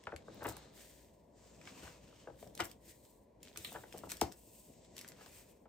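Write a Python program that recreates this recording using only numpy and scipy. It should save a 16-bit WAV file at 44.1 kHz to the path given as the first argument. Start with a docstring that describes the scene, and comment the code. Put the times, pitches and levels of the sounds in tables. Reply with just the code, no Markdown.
"""Three glossy pages of a hardcover book are turned on a table in a small quiet room.
At once a hand rubs and the first sheet buckles in dull pops, with thumps by half a second.
More pops lead to a cluster of slaps near 2.6 s; a rasp at 3.65 s and pops lead to one hard slap at 4.2 s.
Slides, edge ticks and faint pops close it. Pops and slaps are dispersed bending waves, thumps are damped
modes, and the slides, ticks and swishes are shaped noise; a short room answers all but the slides."""
import sys
import numpy as np
from scipy import signal
from scipy.fft import rfft, irfft, next_fast_len
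from scipy.io import wavfile
from scipy.ndimage import map_coordinates

SR = 44100
rng = np.random.default_rng(int(sys.argv[2]) if len(sys.argv) > 2 else 0)


def wav_record(signal):
    """Record a signal, one row per channel, as 16-bit PCM in the file named by sys.argv[1]."""
    frames = np.transpose(np.atleast_2d(signal))
    bounded = np.clip(frames, -1, 1)
    # unit amplitude maps onto the largest positive 16-bit level
    quanta = np.round(bounded * 32767).astype(np.int16)
    wavfile.write(sys.argv[1], SR, quanta)


N = 250558

# Spectrum of a buckling sheet, also used for the grit. Each row: frequency in Hz, relative level in dB per Hz.
BUCKLE_SPECTRUM = [(60, -3), (250, -6), (480, 3.5), (850, 4.5), (1100, -5), (1500, -4.5), (2200, -15),
                   (2900, -20), (4000, -32), (9000, -60), (16000, -86)]
# Spectrum of slipping page edges and paper skids. Each row: frequency in Hz, relative level in dB per Hz.
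EDGE_SPECTRUM = [(200, -21.5), (1000, -2.5), (2000, 1), (3500, 0.5), (5500, -0.5), (8500, 4), (12000, -3),
                 (16000, -6)]


def amp(db):
    """Decibels to a linear gain."""
    return 10 ** (np.asarray(db) / 20)


def unit(x):
    """Scaled to rms 1."""
    return x / np.sqrt(np.mean(x ** 2) + 1e-20)


def along(points, hz):
    """Read a curve of (Hz, value) points on a log frequency axis."""
    f, v = np.transpose(points)
    return np.interp(np.log(hz + 1), np.log(f + 1), v)


def wobble(rate):
    """A smooth random curve with rate knots a second."""
    knots = rng.standard_normal(int(N * rate / SR) + 4)
    return map_coordinates(knots, [np.arange(N) * rate / SR])


def add(track, s, sound):
    """Mix a sound in at time s in seconds."""
    start = max(round(s * SR), 0)
    part = sound[..., :N - start]
    track[..., start:start + part.shape[-1]] += part


def tilted(spectrum, hz, tilt_db):
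    """Gain of a spectrum with a tilt in dB per octave above 500 Hz."""
    return along(spectrum, hz) + tilt_db * np.log2(np.maximum(hz, 500))


def noise(spectrum, n, tilt_db=0, shift=1, ring_hz=1000, ring_db=0, ring_width=0.035, edge_hz=0):
    """Stereo noise of rms 1 with a tilt, one resonance, a low edge and a width that varies with frequency."""
    # Likeness of the two sides. Each row: frequency in Hz, likeness (1 is identical).
    likeness = [(60, 0.93), (300, .89), (700, 0.21), (2000, 0.68), (6000, 0.42), (14000, 1)]
    size = next_fast_len(n)
    hz = np.fft.rfftfreq(size, 1 / SR)
    resonance_db = ring_db / (1 + ((hz / ring_hz - 1) / ring_width) ** 2)
    tilt = tilt_db * np.log2(np.maximum(hz, 500))
    gain = amp(along(spectrum, hz / shift) + resonance_db + tilt)
    gain = gain / np.sqrt(1 + (edge_hz / (hz + 1)) ** 10)
    turn = np.arccos(along(likeness, hz)) / 2
    phases = np.exp(2j * np.pi * rng.random((2, len(hz))))
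    mid, side = irfft(phases * gain * [np.cos(turn), np.sin(turn)], size)[:, :n]
    return unit(np.array([mid + side, mid - side]))


def burst(spectrum, rise, fall, size=4096, **colour):
    """Noise like a crowd of tiny paper snaps: it swells for rise seconds, then dies at 60 dB per fall seconds."""
    t = np.arange(size) / SR
    shape = np.minimum(t / rise, 1) ** 2 * amp(-60 * np.maximum(t - rise, 0) / fall)
    return unit(shape * noise(spectrum, size, **colour)) * np.sqrt(np.mean(shape ** 2))


def ring(modes):
    """Damped modes (Hz, dB, t60 in seconds), struck at slightly new strengths and pitches."""
    t = np.arange(SR // 2) / SR
    scatter_db, detune = 1.5, .012  # detune is a share of the pitch
    out = np.zeros(len(t))
    for hz, db, t60 in modes:
        decay = amp(db + scatter_db * rng.normal() - 60 * t / t60)
        out += decay * np.cos(2 * np.pi * hz * (1 + detune * rng.normal()) * t)
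    return out


def bend(spectrum, glide_s, tilt_db, ring_hz, ring_db, ring_width=0.042, right_lag_s=.00006, size=4096):
    """A bending wave in the sheet, peak 1: treble arrives first and bass last, so the knock drops in pitch."""
    crease_hz, crease_cycles = 445, 0.18  # spacing and depth of the scatter from an uneven sheet
    hz = np.fft.rfftfreq(size, 1 / SR)
    gain = amp(tilted(spectrum, hz, tilt_db))
    resonance = 1 + (amp(ring_db) - 1) / (1 + 1j * (hz / ring_hz - 1) / ring_width)
    # this phase delays 1 kHz by glide_s, and lower pitches by more
    cycles = 2 * glide_s * np.sqrt(1000 * hz) + rng.random()
    cycles = cycles + crease_cycles * map_coordinates(rng.standard_normal(size), [hz / crease_hz])
    lag = right_lag_s * hz * np.array([[0], [1]])
    wave = irfft(gain * resonance * np.exp(-2j * np.pi * (cycles + lag)), size)[:, :size // 2]
    return wave / np.abs(wave).max()


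def buckling(count=5):
    """The bent sheet gives way in a quick run of dull pops, each with its own ring pitch, and flutters on."""
    # Each row: start in seconds, relative level in dB, length of the run of pops in seconds,
    # centre of the ring pitches in Hz, tilt in dB per octave.
    buckles = [(.0685, -29.5, 0.0031, 1420, 6), (.076, -44, 0.0048, 1300, -6),
               (.119, -35, 0.0042, 1580, 2.5), (.126, -36.5, 0.0043, 1400, -11),
               (.136, -40.5, 0.0063, 1280, 0), (.280, -40, 0.0034, 1320, -4), (0.406, -42, .008, 1290, 2),
               (0.416, -33, 0.014, 1650, 1), (.444, -28.5, 0.0093, 1730, 1.5),
               (.451, -29.5, 0.012, 1070, 1), (.454, -32, 0.0067, 2560, 6), (.461, -39, 0.0053, 595, -12),
               (.471, -46, 0.01, 1400, -3), (.479, -35.5, 0.0057, 2600, 3), (.485, -40, .011, 1050, 1),
               (.506, -42, .012, 1200, -1), (.565, -46, 0.0069, 1070, 4), (1.612, -52, 0.0026, 2400, 13),
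               (1.672, -45, .003, 1910, 8), (1.822, -49.5, .012, 1590, 8), (1.852, -51, 0.018, 1100, 2),
               (1.871, -43.5, .008, 1450, 5), (2.125, -55.5, 0.0034, 1400, 2),
               (2.271, -38.5, 0.0039, 1440, -1.5), (2.279, -39.5, 0.011, 1290, -13),
               (2.297, -46.5, 0.0092, 1440, -4), (2.423, -42, 0.0075, 1310, -11.5),
               (2.465, -44, .01, 1290, -15), (3.716, -44, .016, 1210, -2), (3.742, -45, .005, 1160, 4),
               (3.748, -35, 0.0047, 1160, 2.5), (3.756, -34.5, 0.0083, 1560, 3.5),
               (3.767, -42, 0.0052, 1160, 0), (3.834, -40.5, 0.0061, 1810, 1),
               (3.94, -39.5, .012, 1400, -10), (3.957, -46, .008, 2000, -6),
               (4.032, -34.5, 0.0079, 1280, -4), (4.069, -44.5, 0.0035, 1170, -2),
               (5.185, -50, 0.016, 1300, 4), (5.207, -45.5, .009, 1580, 2.5),
               (5.258, -47.5, 0.0094, 2060, 1.5), (5.654, -50.5, .005, 1420, 1)]
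    glide_s, pop_ring_db = 0.002594, 10  # bending-wave delay at 1 kHz
    fade_db = 5  # drop in level across a run
    pitch_scatter = 0.16  # as a share of the ring pitch
    flutter_rise_s, flutter_fall_s, flutter_db = 0.01, 0.052, -17
    out = np.zeros((2, N))
    for s, db, length, ring_hz, tilt_db in buckles:
        for k in range(count):
            place = (k + rng.random()) / count
            pitch_hz = ring_hz * np.exp(pitch_scatter * rng.normal())
            gain = amp(db + fade_db * (.5 - place)) / np.sqrt(count)
            pop = bend(BUCKLE_SPECTRUM, glide_s, tilt_db, pitch_hz, pop_ring_db)
            add(out, s + place * length, gain * pop)
        flutter = burst(BUCKLE_SPECTRUM, flutter_rise_s, flutter_fall_s, tilt_db=tilt_db - 4)
        add(out, s, amp(db + flutter_db) * flutter)
    return out


def slapping():
    """The sheet smacks down on the stack, in one piece or in several quick contacts, as bending waves."""
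    # Each row: start in seconds, relative level in dB, delay of the bending wave at 1 kHz in seconds,
    # tilt in dB per octave, ring in Hz, ring height in dB.
    slaps = [(2.592, -39, .003, 2.5, 1810, 20), (2.597, -29.5, .0035, 1, 1670, 26),
             (2.601, -28, .003, -1.5, 1460, 21), (2.607, -27.5, 0.002947, 4, 2940, 28),
             (2.616, -43, .003, 6, 2400, 22), (2.622, -42, .003, -1, 1780, 15),
             (2.636, -43, .003, 4, 2750, 20), (2.654, -48, .003, 3, 1560, 29),
             (4.2116, -19.5, 0.0062, -0.5, 5200, 9)]
    # Spectrum of a smack. Each row: frequency in Hz, relative level in dB per Hz.
    slap_spectrum = [(60, -25), (170, -6.5), (340, -6.5), (430, -4.5), (550, -14.5), (720, 3), (870, 0),
                     (1100, -10.5), (1700, -20), (3000, -21), (4500, -19.5), (8500, -23.5), (16000, -38)]
    out = np.zeros((2, N))
    for s, db, glide_s, tilt_db, ring_hz, ring_db in slaps:
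        add(out, s, amp(db) * bend(slap_spectrum, glide_s, tilt_db, ring_hz, ring_db))
    return out


def thumping():
    """Blows on the block of pages: a soft one mostly wakes its low modes, and each squeezes out a puff of air."""
    # Each row: start in seconds, relative level in dB, hardness as a low-pass cutoff in Hz,
    # puff relative to the knock in dB.
    thumps = [(0.139, -44.5, 450, 0), (.298, -43, 219, -20), (.463, -39, 448, -10), (.482, -39.5, 330, -3),
              (1.831, -44.5, 250, -6), (2.31, -48, 197, -8), (2.608, -35.5, 460, -10),
              (2.879, -52, 303, -6), (3.58, -48.5, 403, -3), (3.75, -52, 397, -7), (4.048, -46, 300, -8),
              (4.221, -32, 450, -4.5), (4.475, -50, 221, -14)]
    # Modes of the book. Each row: frequency in Hz, relative level in dB, 60 dB decay time in seconds.
    book_modes = [(59.3, -18, 0.23), (112.5, -9.5, 0.17), (172, -9, 0.025), (330, 1, 0.055),
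                  (410, -5, 0.051), (687, 5, 0.0081), (870, -15, 0.0055)]
    puff_hz = 69  # the cushion of air squeezed from under the sheet
    out = np.zeros(N)
    cycles = np.arange(SR // 10) / SR * puff_hz
    puff = np.sin(2 * np.pi * cycles) * 2 * cycles * np.exp(1 - 2 * cycles)
    for s, db, hard_hz, puff_db in thumps:
        add(out, s, amp(db + puff_db) * puff)
        softness = signal.butter(2, hard_hz, fs=SR)
        add(out, s, amp(db) * signal.lfilter(*softness, ring(book_modes)))
    lowest_hz = 55  # the book is too small to radiate deep bass
    out = signal.sosfilt(signal.butter(3, lowest_hz, "high", fs=SR, output="sos"), out)
    # pages land on the left, so the right side hears them later
    lag = round(.00014 * SR)
    return np.array([out, np.pad(out, (lag, 0))[:N]])


def swishing():
    """Paper skids on paper or skin in tiny jerks: ringing noise that is loudest as the two meet."""
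    # Each row: moment of meeting in seconds, relative level in dB, rise in seconds, fall in seconds,
    # ring in Hz, ring height in dB, tilt in dB per octave.
    swishes = [(.49, -49.5, .03, 0.12, 12300, -7, 1), (.53, -61.5, .42, 1, 4180, 15, -8.5),
               (2.606, -33.5, .02, 0.024, 2050, 8.5, -11.5), (2.643, -45.5, 0.01, 0.11, 12200, 0, 11),
               (1.835, -57, 0.039, 0.28, 2800, 3, -4), (2.895, -58.5, 0.037, 0.09, 1960, 10, 1.5),
               (4.107, -47.5, 0.032, 0.2, 12000, 3, 1.5), (4.12, -39, 0.0066, 0.022, 1720, 5, -3),
               (4.219, -42, 0.0044, 0.053, 5040, -7, -6.5)]
    out = np.zeros((2, N))
    for s, db, rise, fall, ring_hz, ring_db, tilt_db in swishes:
        skid = burst(EDGE_SPECTRUM, rise, fall, size=40000, tilt_db=tilt_db,
                     ring_hz=ring_hz, ring_db=ring_db, ring_width=0.077)
        add(out, s - rise, amp(db) * skid)
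    jerks = unit(amp(0.61 * wobble(700)))
    return out * jerks


def rasping():
    """A fingertip catches the page edge and scrapes along it in jerks: noise read ever slower sinks in pitch."""
    # Spectrum of the scrape. Each row: frequency in Hz, relative level in dB per Hz.
    rasp_spectrum = [(400, -21), (1300, -9.5), (2200, -6), (2900, -0.5), (4250, 5), (4800, -33),
                     (9000, -30), (16000, -26)]
    start_s, rasp_db, rasp_fall_s = 3.647, -54.5, 0.38
    catch_db, catch_rise_s, catch_fall_s = -31.5, .002, 0.018  # the catch that starts the rasp
    sag_per_s = 2.1  # exponential rate of the slowing
    out, t = np.zeros((2, N)), np.arange(SR // 4) / SR
    travel = np.cumsum(np.exp(-sag_per_s * t))
    scrape = np.array([map_coordinates(side, [travel]) for side in noise(rasp_spectrum, 2 * len(t))])
    jerks = unit(amp(2.5 * wobble(337)))[:len(t)]
    level = amp(catch_db - 60 * t / catch_fall_s) + jerks * amp(rasp_db - 60 * t / rasp_fall_s)
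    add(out, start_s, np.minimum(t / catch_rise_s, 1) * level * scrape)
    return out


def ticking():
    """Page edges slip off a fingertip or off each other: short bright bursts with a slightly varied ring."""
    # Each row: start in seconds, relative level in dB, tilt in dB per octave.
    ticks = [(0.0365, -53, -5.5), (.161, -42, -5.5), (.343, -49.5, 18.5), (0.43, -46, 8), (.439, -43, 7),
             (.467, -40, 8), (0.487, -35.5, 9), (.494, -40, 8), (0.5213, -49, 0), (0.566, -44, 2),
             (1.613, -56, -4.5), (1.653, -51, -7), (1.6727, -43.5, -10), (1.678, -50, -14),
             (1.692, -56, -7), (1.831, -55, 0), (1.877, -49, -12), (2.425, -53, -3), (2.4723, -55, 1),
             (2.55, -43, 2.5), (2.575, -42.5, -3), (2.602, -30.5, -4.5), (2.607, -33, -13), (2.644, -42, 3),
             (2.652, -40.5, 5), (2.713, -46, 1.5), (3.05, -60, -5), (3.429, -44, 1), (3.559, -43.5, -11),
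             (3.572, -33.5, 1.5), (3.6453, -38.5, 6), (3.726, -41, 11), (3.924, -45, -4.5),
             (3.931, -53, -3), (3.962, -57, -1), (3.974, -47, 2), (3.98, -40.5, 9), (3.988, -49, -2.5),
             (4.092, -45.5, -0.5), (4.098, -42.5, -3), (4.105, -40, 3), (4.116, -30.5, 2.5),
             (4.168, -43, 3.5), (4.2116, -24.5, 2), (4.317, -51, -3), (4.321, -44, -1),
             (4.847, -59.5, -4.5), (4.965, -43.5, 1), (4.9789, -39.5, -0.5), (4.989, -41.5, 0),
             (5.011, -42, 0.5), (5.045, -46.5, -10.5), (5.077, -45, 3), (5.0855, -40.5, 5.5),
             (5.118, -49.5, -6.5), (5.26, -49.5, -1)]
    rise_s, fall_s, centre_hz, ring_db = 0.0021, 0.0097, 5530, 7.5
    out = np.zeros((2, N))
    for s, db, tilt_db in ticks:
        ring_hz = centre_hz * np.exp(0.036 * rng.normal())
        tick = burst(EDGE_SPECTRUM, rise_s, fall_s, edge_hz=1420, tilt_db=tilt_db,
                     ring_hz=ring_hz, ring_db=ring_db)
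        add(out, s, amp(db) * tick)
    return out


def sliding():
    """Skin and paper slide on coated paper: a grainy rub and a fine sheen follow each stroke's speed."""
    # Each row: fastest moment in seconds, rise in seconds, fall in seconds, relative rub level in dB,
    # relative sheen level in dB, low edge of the rub in Hz, hollow under the hand in Hz,
    # grit relative to the rub in dB.
    strokes = [(.03, 0.22, 0.31, -73, -100, 880, 1020, 7), (.48, 0.34, 0.37, -64, -78, 850, 3760, -4),
               (.775, 0.058, 0.41, -65.5, -63, 1830, 1760, 2),
               (1.41, 0.085, 0.68, -68.5, -77.5, 950, 7500, -23),
               (1.68, 0.063, 0.069, -62, -74, 1150, 2290, -1), (1.82, 0.27, 0.3, -60.5, -69, 810, 2600, -8),
               (2.2, 0.24, 0.21, -68, -77, 1010, 3030, 2), (2.43, 0.091, 0.11, -69.5, -65.5, 1490, 3700, 2),
               (2.64, .13, 0.12, -63, -64.5, 1190, 3330, 0),
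               (2.9, 0.099, 0.084, -66, -62.5, 1740, 1940, -6),
               (3.05, 0.18, 0.19, -75, -67, 1800, 4160, -17),
               (3.46, 0.05, 0.16, -67, -71, 1670, 2520, 10.5),
               (3.61, 0.086, 0.35, -62, -58.5, 1580, 3670, -7), (3.971, 0.16, .2, -66, -65, 1000, 2800, 1),
               (4.251, 0.15, 0.088, -59.5, -62.5, 1390, 5340, -14),
               (4.53, 0.26, 0.26, -70.5, -60.5, 2570, 2660, -27),
               (4.849, 0.34, 0.3, -71, -85, 1830, 7700, -22), (5.01, 0.088, 0.26, -63, -68, 1070, 1970, -5),
               (5.24, 0.094, 0.078, -63, -69, 900, 2680, -3),
               (5.35, 0.2, 0.23, -65.5, -62.5, 1260, 2490, -6)]
    # Spectrum of the rub. Each row: frequency in Hz, relative level in dB per Hz.
    rub_spectrum = [(400, -3), (1000, 3.5), (1350, -7), (1800, -4.5), (2700, -5.5), (4000, -6), (5000, -5),
                    (7500, -5.5), (9000, -11.5), (11700, -59), (16000, -87)]
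    # Spectrum of the sheen. Each row: frequency in Hz, relative level in dB per Hz.
    sheen_spectrum = [(4000, -16), (6500, -2.5), (8400, 5.5), (10300, -1.5), (12500, -1.5), (16000, -1)]
    drop_db, curve = 18.5, 1.68  # fall in level over one rise or fall time; roundness of the top
    # resonance of the gap between hand and page; half width as a share of its pitch
    hollow_db, hollow_width = 6.5, 0.082
    out, pressure = np.zeros((2, N)), np.zeros(N)
    grip = wobble(49) + 0.87 * wobble(16)  # the contact catches and lets go
    coarse = unit(amp(1.18 * grip + 0.88 * wobble(550)))
    fine = unit(amp(1.75 * grip + 1.4 * wobble(1200)))
    for s, rise, fall, rub_db, sheen_db, edge_hz, hollow_hz, grit_db in strokes:
        first = max(round((s - 2 * rise) * SR), 0)
        last = min(round((s + 2 * fall) * SR), N)
        span = np.arange(first, last)
        t = span / SR - s
        speed = amp(-drop_db * np.maximum(-t / rise, t / fall) ** curve)
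        rub = noise(rub_spectrum, len(t), edge_hz=edge_hz,
                    ring_hz=hollow_hz, ring_db=hollow_db, ring_width=hollow_width)
        rub = amp(rub_db) * coarse[span] * rub
        sheen = amp(sheen_db) * fine[span] * noise(sheen_spectrum, len(t))
        out[:, span] += speed * (rub + sheen)
        pressure[span] += speed * amp(rub_db + grit_db)
    return amp(1.5) * (out + crackling(pressure))


def crackling(pressure, per_second=110, size_db=1, spread_db=3.2, lowest=2.6, highest=5.6, count=5):
    """Tiny catches of skin on paper, of several pitches, bigger as the rub grows louder and grittier."""
    out = np.zeros((2, N))
    for shift in np.geomspace(lowest, highest, count):
        catches = rng.random(N) < per_second / count / SR
        sizes = amp(size_db + spread_db * np.minimum(rng.exponential(size=N), 3))
        snap = burst(BUCKLE_SPECTRUM, 0.00053, 0.0031, size=512, shift=shift, tilt_db=0.5)
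        out += signal.oaconvolve((catches * sizes * pressure)[None], snap, axes=1)[:, :N]
    return out


def dragging():
    """The block of pages rumbles softly under the moving hand: low noise with an unsteady level."""
    # Level of the rumble. Each row: time in seconds, relative level in dB.
    rumble_levels = [(0.0, -65), (0.4, -56.5), (0.88, -65), (1.25, -67.5), (1.8, -57.5), (2.07, -63.5),
                     (2.31, -66), (2.52, -57), (2.74, -65), (3.27, -70.5), (3.54, -62.5), (3.78, -60),
                     (4.11, -58), (4.42, -70), (4.78, -62.5), (4.93, -63.5), (5.06, -61.5), (5.68, -69)]
    # Spectrum of the rumble. Each row: frequency in Hz, relative level in dB per Hz.
    rumble_spectrum = [(25, -29), (45, -33), (70, 0), (200, 1), (350, -2.5), (650, -3.5), (1100, -24),
                       (2000, -60)]
    drag_db = np.interp(np.arange(N) / SR, *np.transpose(rumble_levels))
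    return amp(drag_db + 1.64 * wobble(38)) * noise(rumble_spectrum, N)


def room(x, wet_db, modes_db):
    """A short diffuse tail, dying at its own rate in each band, and a few standing waves between the walls."""
    # Decay of the tail. Each row: frequency in Hz, 60 dB decay time in seconds.
    decay_times = [(100, 0.29), (500, 0.25), (2000, 0.18), (6000, 0.11), (15000, 0.12)]
    # Standing waves. Each row: frequency in Hz, relative level in dB, 60 dB decay time in seconds.
    standing_waves = [(113.3, -25, 0.2), (340, -6, 0.15), (423, -6, 0.2), (740, -7, 0.09), (930, -11, 0.16)]
    hz, t, z = signal.stft(noise([(20, 0), (20000, 0)], SR // 2), SR, nperseg=256)
    decay = amp(-60 * t / along(decay_times, hz)[:, None])
    tail = signal.istft(z * decay, SR, nperseg=256)[1]
    answer = amp(wet_db) * tail / np.linalg.norm(tail[0])
    add(answer, 0, amp(modes_db) * ring(standing_waves))
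    first_wall = round(0.0028 * SR)
    return signal.fftconvolve(x, np.pad(answer, ((0, 0), (first_wall, 0))), axes=1)[:, :N]


def room_tone():
    """The quiet room itself: steady shaped noise."""
    # Spectrum of the quiet room. Each row: frequency in Hz, relative level in dB per Hz.
    floor_spectrum = [(20, -20), (38, -8.5), (58, 12), (85, -22), (200, -4.5), (350, -6.5), (580, -0.5),
                      (780, -17), (980, -6.5), (1250, -31), (1900, -25), (3000, -32.5), (9000, -36.5),
                      (16000, -46)]
    return amp(-66.5) * noise(floor_spectrum, N)


def scene():
    """The body of the book lies a little to the left, the page edges nearer the middle."""
    # left and right gains in dB
    body = (buckling() + thumping()) * amp([[1.6], [-1.6]]) + slapping() * amp([[2.3], [-2.3]])
    edges = ticking() * amp([[.6], [-.6]]) + (swishing() + rasping()) * amp([[1.3], [-1.3]])
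    steady = (sliding() + dragging() + room_tone()) * amp([[.8], [-.8]])
    body_room = room(body, wet_db=-8.5, modes_db=-66)
    edges_room = room(edges, wet_db=-6.0, modes_db=-75)
    return body + body_room + edges + edges_room + steady


def record(dry, low_cut_hz=42):
    """The microphone sheds deep bass, colours the treble and stops at its band limit; its left port leads."""
    # Response of the microphone. Each row: frequency in Hz, gain in dB.
    response = [(8800, -0.5), (9450, -4), (9900, -18.5), (10600, -12), (11200, 3), (12700, 2.5),
                (13500, -33), (14200, -19), (14900, 10.5), (16500, -19)]
    top_hz, left_lead_s = 16500, .000018
    thinned = signal.sosfilt(signal.butter(3, low_cut_hz, "high", fs=SR, output="sos"), dry)
    size = next_fast_len(N + SR // 10)
    hz = np.fft.rfftfreq(size, 1 / SR)
    # half the lead advances the left, half delays the right
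    ports = np.exp(1j * np.pi * hz * left_lead_s * np.array([[1], [-1]]))
    gain = amp(along(response, hz)) * (hz < top_hz)
    return irfft(rfft(thinned, size) * ports * gain, size)[:, :N]


dry = scene()
out = record(dry)
wav_record(out)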